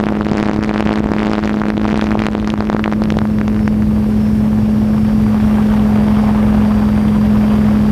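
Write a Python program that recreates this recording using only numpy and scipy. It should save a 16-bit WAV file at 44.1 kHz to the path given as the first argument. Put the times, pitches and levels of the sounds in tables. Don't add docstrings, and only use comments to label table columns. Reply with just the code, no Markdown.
import sys
import numpy as np
from scipy import signal
from scipy.io import wavfile
from scipy.ndimage import uniform_filter1d

SR = 44100
rng = np.random.default_rng(int(sys.argv[2]) if len(sys.argv) > 2 else 0)


def log_audio(samples):
    frames = np.atleast_2d(samples).T
    limited = np.clip(frames, -1, 1)
    pcm = np.round(limited * 32767).astype(np.int16)
    wavfile.write(sys.argv[1], SR, pcm)


def to_linear_factor(level_db):
    exponent = np.asarray(level_db, float) / 20
    return 10 ** exponent


N = 348831

# t/s, f/Hz
NEAR_SHAFT_RATE = [(0.0, 104.89), (0.4, 105.49), (0.79, 106.07), (1.18, 106.07), (1.58, 105.82),
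                   (1.98, 106.49), (2.37, 106.24), (3.16, 106.66), (3.95, 106.21), (4.74, 107.08),
                   (5.14, 106.98), (5.93, 105.73), (6.32, 106.07), (7.11, 105.56), (7.51, 105.82),
                   (7.9, 105.39)]
# t/s, second f/Hz, third f/Hz, fourth f/Hz
FAR_SHAFT_RATES = [(0.0, 127.2, 135.34, 111.4), (1.0, 127.2, 136.8, 111.4), (2.8, 127.2, 137.4, 111.4),
                   (4.35, 126.95, 136.8, 111.5), (5.5, 127.15, 136.9, 111.7), (5.93, 127.6, 137.35, 112.2),
                   (6.4, 127.25, 137.2, 111.8), (7.5, 128.2, 137.9, 112.6), (7.9, 127.5, 137.7, 112.2)]
# t/s, usual slap level/dB, sharpness/dB
WAKE_DEPTH = [(0, -27, -2), (.2, -35.5, -10), (.43, -23.5, 10), (.58, -34.5, -2), (.78, -27.5, 7),
              (1.1, -32.5, -10), (1.35, -26, 4), (1.56, -34.5, 8), (1.75, -34.5, 2), (1.98, -28, 18),
              (2.15, -34, -7), (2.28, -32, 7), (2.4, -39.5, 5), (2.9, -46, 11), (3.3, -51, 2),
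              (3.6, -44, 8), (3.9, -60, 0)]
# t/s, thump level/dB, flutter level/dB, crackle level/dB
HARD_SLAPS = [(0.0681, 4, -10, -32.5), (0.124, -4, -14, -44), (0.2104, 1, -15, -24), (0.32, 6, -21, -32),
              (0.3716, -5, -6, -30), (0.4284, 8, -5.5, -29), (0.4956, 0, -11, -29), (0.5906, 5, -16, -36),
              (0.637, -16, -15.5, -9), (0.6934, -5, -9, -28), (0.8066, 1, 0.5, -11), (0.8643, -2, -21, -30),
              (0.9292, -2.5, -8, -18), (1.0048, -1.5, -19, -33), (1.0609, 7, -21, -25),
              (1.118, 18, -6, -32), (1.2033, -7, -15, -35), (1.269, -3.5, -6, -31), (1.3342, -1, 0.5, -30),
              (1.3911, -5, -8.5, -26), (1.5047, -15, -18, -30), (1.6173, 2, -14, -37),
              (1.703, -1.5, -7.5, -31), (1.7787, 5, -5.5, -25), (1.854, 9, -11, -20), (1.9431, 4, -6, -24),
              (2.013, -18, -4, -21), (2.1173, -4.5, -11.5, -28), (2.1543, -0.5, -26, -40),
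              (2.2201, -4, -5.5, -30)]
# t/s, thump level/dB, flutter level/dB, crackle level/dB
GRAZING_SLAPS = [(2.2668, -4.5, -2.5, -31), (2.3516, -3, -11, -28), (2.475, -6, -23, -9.5),
                 (2.5026, -15.5, -9, -10.5), (2.5395, 3, -14, -8), (2.6062, -4, -12, -29),
                 (2.7, 1, -7, -28), (2.729, -8, -13, -34), (2.748, 3, -21, -33), (2.766, -8.5, -13, -36),
                 (2.7943, -4, -11.5, -37), (2.8414, -6.5, -6, -34), (2.8595, -5.5, -13, -37),
                 (2.8787, -4.5, -12.5, -38), (2.9251, -8, -18, -22), (2.9347, -10.5, -16.5, -41),
                 (3.02, -7.5, -22, -17), (3.0381, -22, -24, -11.5), (3.0561, -19, -27, -22),
                 (3.1037, -27, -14, -7), (3.123, -8, -34, -11), (3.1699, -7.5, -32, -14),
                 (3.1883, -7, -18, -7), (3.2168, -12, -19, -22), (3.2537, -13, -25, -40),
                 (3.386, -14.5, -20, -40), (3.4139, -8, -16, -40), (3.48, -12.5, -19, -14.5),
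                 (3.678, -9, -11, -27), (3.8229, -17.5, -23, -39)]
# "near second third fourth" orders, level/dB under the blade tone
BLADE_TONES = [
    ("2 0 0 0", 0.055),
    ("0 2 0 0", -18),
    ("0 0 2 0", -34),
    ("0 0 0 2", -26),
    ("-2 2 0 0", -17),
    ("-2 0 2 0", -11.5),
    ("0 0 2 -2", -18.5),
]
# "near second third fourth" orders, level/dB over the air noise
MOTOR_WHINES = [
    ("0 84 0 0", -18),
    ("84 0 0 0", -9),
    ("0 42 0 0", -2.5),
    ("0 0 42 0", -9),
    ("0 0 0 42", -1.5),
    ("0 0 20 0", -4),
]
# "near second third fourth" orders, level/dB under near shaft
FRAME_SHAKE = [
    ("1 0 0 0", 0),
    ("0 1 0 0", -8),
    ("0 0 1 0", -7),
    ("0 0 0 1", -11),
    ("2 0 -1 0", -10),
    ("2 -1 0 0", -9),
    ("2 0 0 -1", -13),
    ("4 0 -2 0", -5),
    ("4 -2 0 0", -7),
]
# f/Hz, level/dB per Hz
RUMBLE_SPECTRUM = [(25, -30), (45, 5), (70, 2), (130, -2), (180, -6), (260, -5), (400, -12)]
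# f/Hz, level/dB per Hz
HISS_SPECTRUM = [(150, -21), (300, 2), (700, 3.5), (1100, -0.5), (2000, -12), (3000, -16.5), (4300, -44),
                 (7000, -42)]
# f/Hz, level/dB per Hz
AIR_SPECTRUM = [(1500, 14), (3000, 6), (5000, 1.5), (8000, -3.5), (12500, -3), (15000, -2), (17000, -18)]
# t/s, opening level/dB, headwind level/dB
FLIGHT_COURSE = [(0, 2, -1), (.3, -0.5, -5.5), (1.3, 1, -4), (2.1, 2, -5), (2.45, 1, -2.5), (3, 3.5, -2.5),
                 (3.7, 5, -1.5), (4.27, 6.5, 3), (4.8, 6, 2.5), (5.6, 7.5, 7.5), (6.0, 7, 10),
                 (6.6, 7, 9.5), (7, 6.5, 6.5), (7.5, 7.5, 9), (7.91, 7, 6.5)]


def unit(x):
    return x / np.sqrt(np.mean(x ** 2) + 1e-20)


def in_time(rows):
    s, *columns = np.transpose(rows)
    return [np.interp(np.arange(N) / SR, s, c) for c in columns]


def drift(hz):
    pole = np.exp(-32 * np.pi * hz / SR)
    white = rng.standard_normal(N // 16 + 3002)
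    slow = signal.lfilter([1], [1, -2 * pole, pole * pole], white)[3000:]
    return np.interp(np.arange(N) / 16, np.arange(len(slow)), unit(slow))


def shafts():
    turns = np.cumsum(in_time(NEAR_SHAFT_RATE) + in_time(FAR_SHAFT_RATES), axis=1) / SR
    at = (np.array(HARD_SLAPS + GRAZING_SLAPS)[:, 0] * SR).astype(int)
    angle = 2 * np.pi * (2 * turns[0, at] - .5)
    cos, sin = uniform_filter1d([np.cos(angle), np.sin(angle)], size=3, mode="nearest")
    error_turns = np.unwrap(np.arctan2(sin, cos)) / (4 * np.pi)
    turns[0] -= np.interp(np.arange(N), at, error_turns)
    turns[0] += .5 * (np.mean(np.sin(2 * np.pi * turns[0, at])) < 0)
    return turns


def wind_noise(spectrum, shared_db, own_db, own_hz):
    hz, db = np.transpose(spectrum)
    edges = hz[0] * np.sqrt(2) ** np.arange(int(2 * np.log2(hz[-1] / hz[0])) + 2)
    white, out = rng.standard_normal((2, N)), 0
    for k, (low, high) in enumerate(zip(edges, np.minimum(edges[1:], SR / 2.2))):
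        sos = signal.butter(2, [low, high], "band", fs=SR, output="sos")
        band = signal.sosfilt(sos, white[k % 2])
        level_db = np.interp(np.log(low * high) / 2, np.log(hz), db)
        out = out + to_linear_factor(level_db + shared_db + own_db * drift(own_hz)) * band
    return unit(out)


def tones(table, turns, wobble_db, jitter):
    out = 0
    for k, (orders, db) in enumerate(table):
        phase = np.array(orders.split(), float) @ turns + jitter * drift(8.0) * (k > 0)
        level_db = db + wobble_db * drift(2.5) * (0.23 + (k > 0))
        out = out + to_linear_factor(level_db) * np.sqrt(2) * np.cos(2 * np.pi * phase)
    return out


def wind_rumble(opening_db):
    rumble_db = -20 + 0.1 * opening_db
    return to_linear_factor(rumble_db - 2.5) * wind_noise(RUMBLE_SPECTRUM, 0, own_db=0.5, own_hz=2.4)


def air_and_whines(turns, opening_db, swell_db):
    air_db = -61.5 + 1.65 * opening_db
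    air = wind_noise(AIR_SPECTRUM, 0.062 * swell_db, own_db=0.7, own_hz=24.9)
    whines = tones(MOTOR_WHINES, turns, wobble_db=2.0, jitter=0.37)
    return to_linear_factor(air_db + 8.0) * air + to_linear_factor(air_db - 3.4) * whines


def hiss_swell(turns):
    sweep_db = 3.3 * np.cos(4 * np.pi * (turns[0] - .17))
    sweep_db += 0.15 * np.cos(2 * np.pi * (turns[0] - .65))
    gust_db = 2.94 * drift(160)
    return sweep_db + gust_db


def rotor_hiss(headwind_db, swell_db):
    hiss_db = -40.5 + headwind_db
    return to_linear_factor(hiss_db + 6.0) * wind_noise(HISS_SPECTRUM, swell_db, own_db=1.5, own_hz=25.4)


def frame_shake(turns):
    from_s, rise_s = 2.33, 0.77
    masked_db, full_db = -39.5, -21.5
    shake_db, = in_time([(from_s, masked_db), (from_s + rise_s, full_db)])
    return to_linear_factor(shake_db - 2.6) * tones(FRAME_SHAKE, turns, wobble_db=2.0, jitter=0.048)


def eddies(burst, hz, width_hz):
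    sos = signal.butter(1, [hz - width_hz / 2, hz + width_hz / 2], "band", fs=SR, output="sos")
    noise = rng.standard_normal((len(burst), 500))
    rows = signal.sosfilt(sos, noise)[:, 100:] * burst
    return rows / np.linalg.norm(rows, axis=1, keepdims=True)


def slap(at, thump_db, flutter_db, crackle_db, draw):
    t = np.arange(-150, 250) / SR
    narrowing_db = -.35 * (flutter_db - thump_db + 11.0)
    width = 0.00017 * to_linear_factor(np.clip(narrowing_db, -4.0, 5.0))[:, None]
    spike = -np.exp(-(np.abs(t) / np.where(t < 0, 3.58 * width, width)) ** 1.5)
    rebound = 0.29 * np.exp(-((t - .0015) / 0.00093) ** 2)
    graze = np.maximum((at / SR - 2.45) / 0.18, np.abs(draw[:, 0]) - 0.45)
    graze = 0.83 * np.clip(graze, 0, 1)[:, None]
    spike += graze * np.exp(-((t - 1.82 * width * np.sign(draw[:, :1])) / (1.28 * width)) ** 2)
    length = 0.0003 * to_linear_factor(2.1 * draw[:, 2:3])
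    burst = np.exp(-(t - .0001 * draw[:, 1:2]) ** 2 / length ** 2)
    burst = burst + 0.38 * (t > 0) * np.exp(-t / 0.0023)
    large = eddies(burst, hz=1500, width_hz=1300)
    small = eddies(burst ** 2, hz=3200, width_hz=2600)
    shapes = to_linear_factor(np.minimum(thump_db + 5.5, 4.5))[:, None] * (spike + rebound)
    shapes += to_linear_factor(flutter_db + 11.5)[:, None] * large
    shapes += to_linear_factor(crackle_db + 9.0)[:, None] * small
    out = np.zeros(N + 400)
    np.add.at(out, at[:, None] + np.arange(400), shapes)
    return out[150:N + 150]


def wake_slaps(turns):
    s, *levels_db = np.transpose(HARD_SLAPS + GRAZING_SLAPS)
    listed = (s * SR).astype(int)
    strong = slap(listed, *levels_db, rng.standard_normal((len(s), 3)))
    passage = np.floor(2 * turns[0, :int(WAKE_DEPTH[-1][0] * SR)] - .5)
    at = np.flatnonzero(np.diff(passage) > 0)
    draw = rng.standard_normal((len(at), 7))
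    weaker_db = np.where(passage[at + 1] % 2 == 1, -13, 0)
    beat_db = 5.8 * np.cos(4 * np.pi * (turns[2, at] - turns[0, at] - .01))
    depth_db, sharp_db = np.array(in_time(WAKE_DEPTH))[:, at]
    usual_db = depth_db + weaker_db + beat_db
    free = np.min(np.abs(at[:, None] - listed), axis=1) > SR / 400
    luck_db = -7 * np.abs(draw[:, 3]) ** 1.5
    thump_db = np.minimum(usual_db + 22.5 + luck_db, -4.5)
    uneven_db = 3.5 * draw[:, 4] + .7 * luck_db
    flutter_db = np.minimum(usual_db + 14.5 + uneven_db, -10.5)
    crackle_db = np.minimum(flutter_db - 13.5 + sharp_db + 6.8 * draw[:, 6], -19)
    late = np.clip(at + 0.00037 * SR * draw[:, 5], 0, N - 1).astype(int)
    weak = slap(late[free], thump_db[free], flutter_db[free], crackle_db[free], draw[free])
    return signal.sosfilt(signal.butter(2, 4500, fs=SR, output="sos"), strong + weak)


def rotor_hum(turns, opening_db, headwind_db):
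    blade_db = -19 + 1.225 * opening_db
    third_db = -22 - 1.15 * headwind_db
    hum = to_linear_factor(blade_db - 1.5) * tones(BLADE_TONES, turns, wobble_db=-1.0, jitter=0.055)
    third_order = np.sqrt(2) * np.sin(6 * np.pi * (turns[0] + 0.012))
    hum += to_linear_factor(third_db - 12.0) * third_order
    fourth_order = np.sqrt(2) * np.cos(8 * np.pi * turns[0])
    hum -= to_linear_factor(blade_db - 27.5) * fourth_order
    return hum


def scene():
    turns = shafts()
    opening_db, headwind_db = in_time(FLIGHT_COURSE)
    swell_db = hiss_swell(turns)
    mix = wind_rumble(opening_db)
    mix = mix + air_and_whines(turns, opening_db, swell_db)
    mix = mix + rotor_hiss(headwind_db, swell_db)
    mix = mix + frame_shake(turns)
    mix = mix + wake_slaps(turns)
    mix = mix + rotor_hum(turns, opening_db, headwind_db)
    return mix[None]


def band_limit(x):
    return signal.sosfilt(signal.butter(12, 15990, fs=SR, output="sos"), x)


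def record(dry):
    x = signal.sosfilt(signal.butter(1, 60, "high", fs=SR, output="sos"), dry)
    ramp_db = 180 * np.arange(N) / SR
    over_db = np.clip(20 * np.log10(np.abs(x[0]) + 1e-9) + 3.34, 0, 6.0)
    held_db = np.maximum.accumulate(over_db + ramp_db) - ramp_db
    pole = np.exp(-1 / (0.0003 * SR))
    duck_db = -1.2 * signal.lfilter([1 - pole], [1, -pole], held_db)
    x = x * to_linear_factor(duck_db)
    x = x / (1 + np.abs(x) ** 14) ** (1 / 14)
    mix = signal.sosfilt(signal.cheby2(10, 50, 15850, fs=SR, output="sos"), x)
    return band_limit(mix)


dry = scene()
out = record(dry)
log_audio(out)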